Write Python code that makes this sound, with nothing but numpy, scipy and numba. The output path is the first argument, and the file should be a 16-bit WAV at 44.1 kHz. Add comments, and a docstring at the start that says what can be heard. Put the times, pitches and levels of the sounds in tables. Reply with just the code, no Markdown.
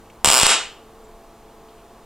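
"""A capacitor-and-diode voltage multiplier arcs over on a table: one crack made of a quick train of sparks
that speeds up, then slows and stops. Each snap overloads a close microphone, whose limiter ducks and
lets the small room's echo swell back. Underneath sit a few faint ticks, a humming fan, microphone hiss
and a thin electronic whine."""
import sys
import numpy as np
from scipy import signal
from scipy.fft import rfft, irfft
from scipy.io import wavfile
from scipy.ndimage import uniform_filter1d
from numba import njit

SR = 44100
rng = np.random.default_rng(int(sys.argv[2]) if len(sys.argv) > 2 else 0)


def bounce(signal):
    """Save signal as a 16-bit WAV file at the path given by the first command-line argument."""
    frames = np.transpose(np.atleast_2d(signal))
    limited = np.clip(frames, -1, 1)
    pcm = np.round(limited * 32767).astype(np.int16)
    wavfile.write(sys.argv[1], SR, pcm)


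N = 90404
T = np.arange(N) / SR
HZ = np.fft.rfftfreq(N, 1 / SR)

# The spark train. Each row: start in seconds, gain of the snap and its echo in dB, thump gain in dB.
SPARK_TRAIN = [(0.246, 7, -7), (0.2596, 7, -1.5), (0.2745, -4, 5), (.2880, -3.5, -1.5), (.3020, 8, -5.5),
               (0.3149, 1, -20.5), (0.3239, 0, -25.5), (0.3333, 1.5, -25), (0.3418, 2.5, -18),
               (0.3494, 5.5, -29), (0.357, 0.5, -28), (0.3652, 0, -27), (0.3723, 1.5, -23),
               (0.3804, 0, -21), (0.3896, -2.5, -21), (.3993, -2.5, -23), (0.4136, -7.5, -10.5),
               (0.4326, -2.5, 3.5), (.4669, -2.5, -25)]
# The ring of the overloaded microphone port. Each row: pitch in Hz, relative level in dB, T60 in seconds.
PORT_MODES = [(1150, -7, .0027), (3050, -7, .0026), (5250, -3.5, .0022), (7500, 0, .0016),
              (9010, -7, 0.0012), (14300, -5, .0008)]
# First bounces off walls and ceiling. 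Each row: delay in seconds, gain in dB.
REFLECTIONS = [(.0075, -28.5), (.0083, -31), (.0124, -28.5), (.0212, -30), (.026, -22.5)]
# The colour of the room's tail. Each row: frequency in Hz, relative level in dB.
TAIL_COLOUR = [(60, -32), (200, -20), (400, -8.5), (650, -5.5), (850, -1.5), (1000, -3.5), (1300, -1.5),
               (1800, -5), (2300, -3.5), (2900, 0), (3500, -1.5), (4500, -5.5), (5200, -5), (6200, -7),
               (7600, 2), (8400, -1), (10000, -5.5), (12400, -19), (15000, -37.5)]
# The length of that tail. Each row: frequency in Hz, T60 in seconds.
TAIL_DECAY = [(200, 0.39), (800, 0.38), (2800, 0.41), (5500, 0.35), (8000, 0.31), (12000, 0.2)]
# Rings of the room and things on the bench. Each row: pitch in Hz, relative level in dB, T60 in seconds.
BENCH_MODES = [(845, -24, .25), (883, -24, .35), (1100, -27, .25), (1315, -24.5, .25), (1570, -25.5, .3),
               (2514, -29, .3), (2783, -22, .25), (2900, -22, .25), (3192, -23.5, .3), (4962, -26.5, .3),
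               (5342, -25.5, 0.35), (8140, -25, .25)]
# Faint ticks and scuffs. Each row: start in seconds, gain in dB, centre in Hz, width in Hz,
# decay time in seconds.
BENCH_TICKS = [(.045, -59, 2500, 900, .012), (0.1, -43, 2440, 800, 0.004), (.1015, -50, 5000, 7000, 0.0035),
               (1.04, -59, 7400, 600, .03), (1.684, -56, 3250, 2005, 0.026), (1.78, -58, 2605, 1500, .03)]
# The fan's steady tones. Each row: pitch in Hz, level in dB, pitch waver in Hz.
FAN_TONES = [(224.6, -60.5, 1.5), (346, -62.5, 8), (829, -62, 10), (1116, -66.5, 14)]
# The fan's two strongest tones. Each row: time in seconds, blade tone level in dB, upper tone level in dB.
FAN_SWELLS = [(0, -60, -63.5), (.8, -55.5, -60), (1.06, -50, -59.5), (1.17, -58.5, -52.5),
              (1.42, -57, -59.5), (1.65, -53, -57), (1.9, -59, -56.5), (2.05, -59, -58.5)]
# The bed of fan noise and microphone hiss. Each row: frequency in Hz, relative level in dB.
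AIR_COLOUR = [(12, -7), (25, 2.5), (45, -3), (70, -10.5), (150, -12), (250, -12.5), (400, -9.5), (550, -12),
              (800, -11.5), (1120, -13), (1500, -21), (2000, -25), (3000, -27), (5000, -31), (9000, -32),
              (15500, -37)]
# The electronic whine. Each row: pitch in Hz, level in dB.
WHINE_TONES = [(6783, -77), (9572, -84.5), (13590, -67.5)]
# The stereo image of diffuse sound. Each row: frequency in Hz, left-right correlation from 0 to 1 (mono).
STEREO_LIKENESS = [(600, 1), (1500, 1), (3100, .97), (7000, 0.8), (14000, 1)]


def arc():
    """The crack: every spark fires the same snap, echo and thump, at its own strengths."""
    direct, low_end, spark = snap(), thump(), room_tail()
    add(spark, 0, direct)
    add(spark, .0055, bench_rings())
    wall_lowpass = signal.butter(4, 8500, fs=SR, output="sos")
    dulled = signal.sosfilt(wall_lowpass, direct)
    for delay, db in REFLECTIONS:
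        add(spark, delay, amp(db) * dulled)
    out = np.zeros((2, N))
    for start, snap_db, thump_db in SPARK_TRAIN:
        add(out, start, amp(snap_db) * spark + amp(thump_db) * low_end)
    return out


def snap(gain_db=29.5, rise_s=.00008, lowcut_hz=540):
    """The transient: a spark's shock front rings the microphone port for about a millisecond."""
    t = T[T < .01]
    ring = sum(amp(db - 60 * t / t60) * np.sin(2 * np.pi * hz * t) for hz, db, t60 in PORT_MODES)
    attack = 1 - np.exp(-t / rise_s)
    lowcut = signal.butter(2, lowcut_hz, "high", fs=SR, output="sos")
    return -amp(gain_db) * signal.sosfilt(lowcut, ring * attack)


def thump(gain_db=6.5, pulse_s=.000356, rebound_s=.011):
    """A spark's low thump, likely electrical pickup: a short pulse, then a slow, shallow rebound."""
    pulse = (T / pulse_s) ** 2 * np.exp(-T / pulse_s)
    rebound = (T / rebound_s) ** 2 * np.exp(-T / rebound_s)
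    depth = 1.2 * pulse_s / rebound_s  # the rebound has 1.2 times the area of the pulse
    return amp(gain_db) * (depth * rebound - pulse)


def room_tail(energy_db=26, predelay_s=.0055, build_s=.002, early_db=-4):
    """The room's answer to one spark: softer at first, then full, the treble dying soonest."""
    wash = diffuse(amp(curve(TAIL_COLOUR, HZ)))
    hz, t, spectrum = signal.stft(wash, SR, nperseg=256)
    decay = amp(-60 * t / curve(TAIL_DECAY, hz)[:, None])
    tail = signal.istft(spectrum * decay, SR, nperseg=256)[1][:, :N]
    build = 1 - np.exp(-np.maximum(T - predelay_s, 0) / build_s)
    tail *= amp(early_db) + (1 - amp(early_db)) * build
    return amp(energy_db) * tail / np.linalg.norm(tail[0])


def bench_rings():
    """Narrow resonances that a spark leaves ringing in the room and on the bench."""
    return sum(amp(db - 60 * T / t60) * np.sin(2 * np.pi * (hz * T + rng.random()))
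               for hz, db, t60 in BENCH_MODES)


def ticks(rise_s=.0004):
    """Faint small noises near the bench, each a burst of noise in one resonance."""
    out = np.zeros((2, N))
    for start, db, hz, width_hz, decay_s in BENCH_TICKS:
        resonance = 1 / (1 + (2 * (HZ - hz) / width_hz) ** 2)
        envelope = np.minimum(T / rise_s, 1) * np.exp(-T / decay_s)
        add(out, start, amp(db) * diffuse(resonance) * envelope)
    return out


def fan(blade_hz=443, upper_hz=680):
    """The fan's hum: wavering tones, the two strongest swelling and sinking."""
    times, blade_db, upper_db = np.transpose(FAN_SWELLS)
    hum = sum(amp(db) * tone(hz, waver_hz) for hz, db, waver_hz in FAN_TONES)
    blade = amp(np.interp(T, times, blade_db)) * tone(blade_hz, waver_hz=5)
    upper = amp(np.interp(T, times, upper_db)) * tone(upper_hz, waver_hz=5)
    return hum + blade + upper


def air(level_db=-48):
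    """A steady bed of fan noise and microphone hiss."""
    return amp(level_db) * diffuse(amp(curve(AIR_COLOUR, HZ)))


def whine():
    """Thin electronic tones, high up and drifting slightly."""
    return sum(amp(db) * tone(hz, waver_hz=6) for hz, db in WHINE_TONES)


def tone(hz, waver_hz, drift_s=.04):
    """A sine at rms 1 whose pitch wanders a little."""
    drift = unit(uniform_filter1d(rng.standard_normal(N), round(drift_s * SR)))
    return unit(np.sin(2 * np.pi * np.cumsum(hz + waver_hz * drift) / SR))


def diffuse(colour):
    """Stereo noise of the given spectrum at rms 1, a little wider in the treble."""
    mid, side = rfft(rng.standard_normal((2, N)))
    likeness = curve(STEREO_LIKENESS, HZ)
    mid, side = mid * np.sqrt(1 + likeness), side * np.sqrt(1 - likeness)
    return unit(irfft(np.array([mid + side, mid - side]) * colour, N))


def amp(db):
    """Decibels to gain."""
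    return 10 ** (np.asarray(db) / 20)


def unit(x):
    """Scales to rms 1."""
    return x / np.sqrt(np.mean(x ** 2) + 1e-20)


def curve(points, hz):
    """Reads a table on a log-frequency axis."""
    point_hz, values = np.transpose(points)
    return np.interp(np.log(hz + 1), np.log(point_hz + 1), values)


def add(mix, start_s, sound):
    """Drops a sound into the mix at its start time."""
    part = mix[..., round(start_s * SR):][..., :sound.shape[-1]]
    part += sound[..., :part.shape[-1]]


def scene():
    """The arc up front, the quiet room behind it."""
    return arc() + fan() + whine() + air() + ticks()


@njit
def duck(over_db, attack_s=.00075, release_db_per_s=362.5, ease_db=2):
    """The limiter's gain reduction in dB: chases any excess, lets go steadily and eases back to rest."""
    attack = 1 - np.exp(-1 / (attack_s * SR))
    cut_db, held = np.zeros(len(over_db)), 0.
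    for i in range(len(over_db)):
        if over_db[i] > held:
            held += (over_db[i] - held) * attack
        else:
            held -= release_db_per_s / SR * held / (held + ease_db)
        cut_db[i] = held
    return cut_db


def record(dry):
    """A limiter too slow for the snaps, hard clipping, a slight lag of the left treble, then a high cut."""
    threshold_db, detector_s, smooth_s = -7.5, .0002, .00022
    level = abs(uniform_filter1d(abs(dry).max(0), round(detector_s * SR)))
    cut_db = duck(20 * np.log10(level + 1e-9) - threshold_db)
    pole = np.exp(-1 / (smooth_s * SR))
    ducked = dry * amp(-signal.lfilter([1 - pole], [1, -pole], cut_db))
    left, right = np.clip(ducked, -1, 1)
    lag_s = .000022 * (1 - np.exp(-(HZ / 4000) ** 4))  # sets in around 4 kHz
    left = irfft(rfft(left) * np.exp(-2j * np.pi * HZ * lag_s), N)
    high_cut = signal.firwin(255, cutoff=16160, window=("kaiser", 8), fs=SR)
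    return signal.oaconvolve(np.array([left, right]), high_cut[None], "same")


dry = scene()
out = record(dry)
bounce(out)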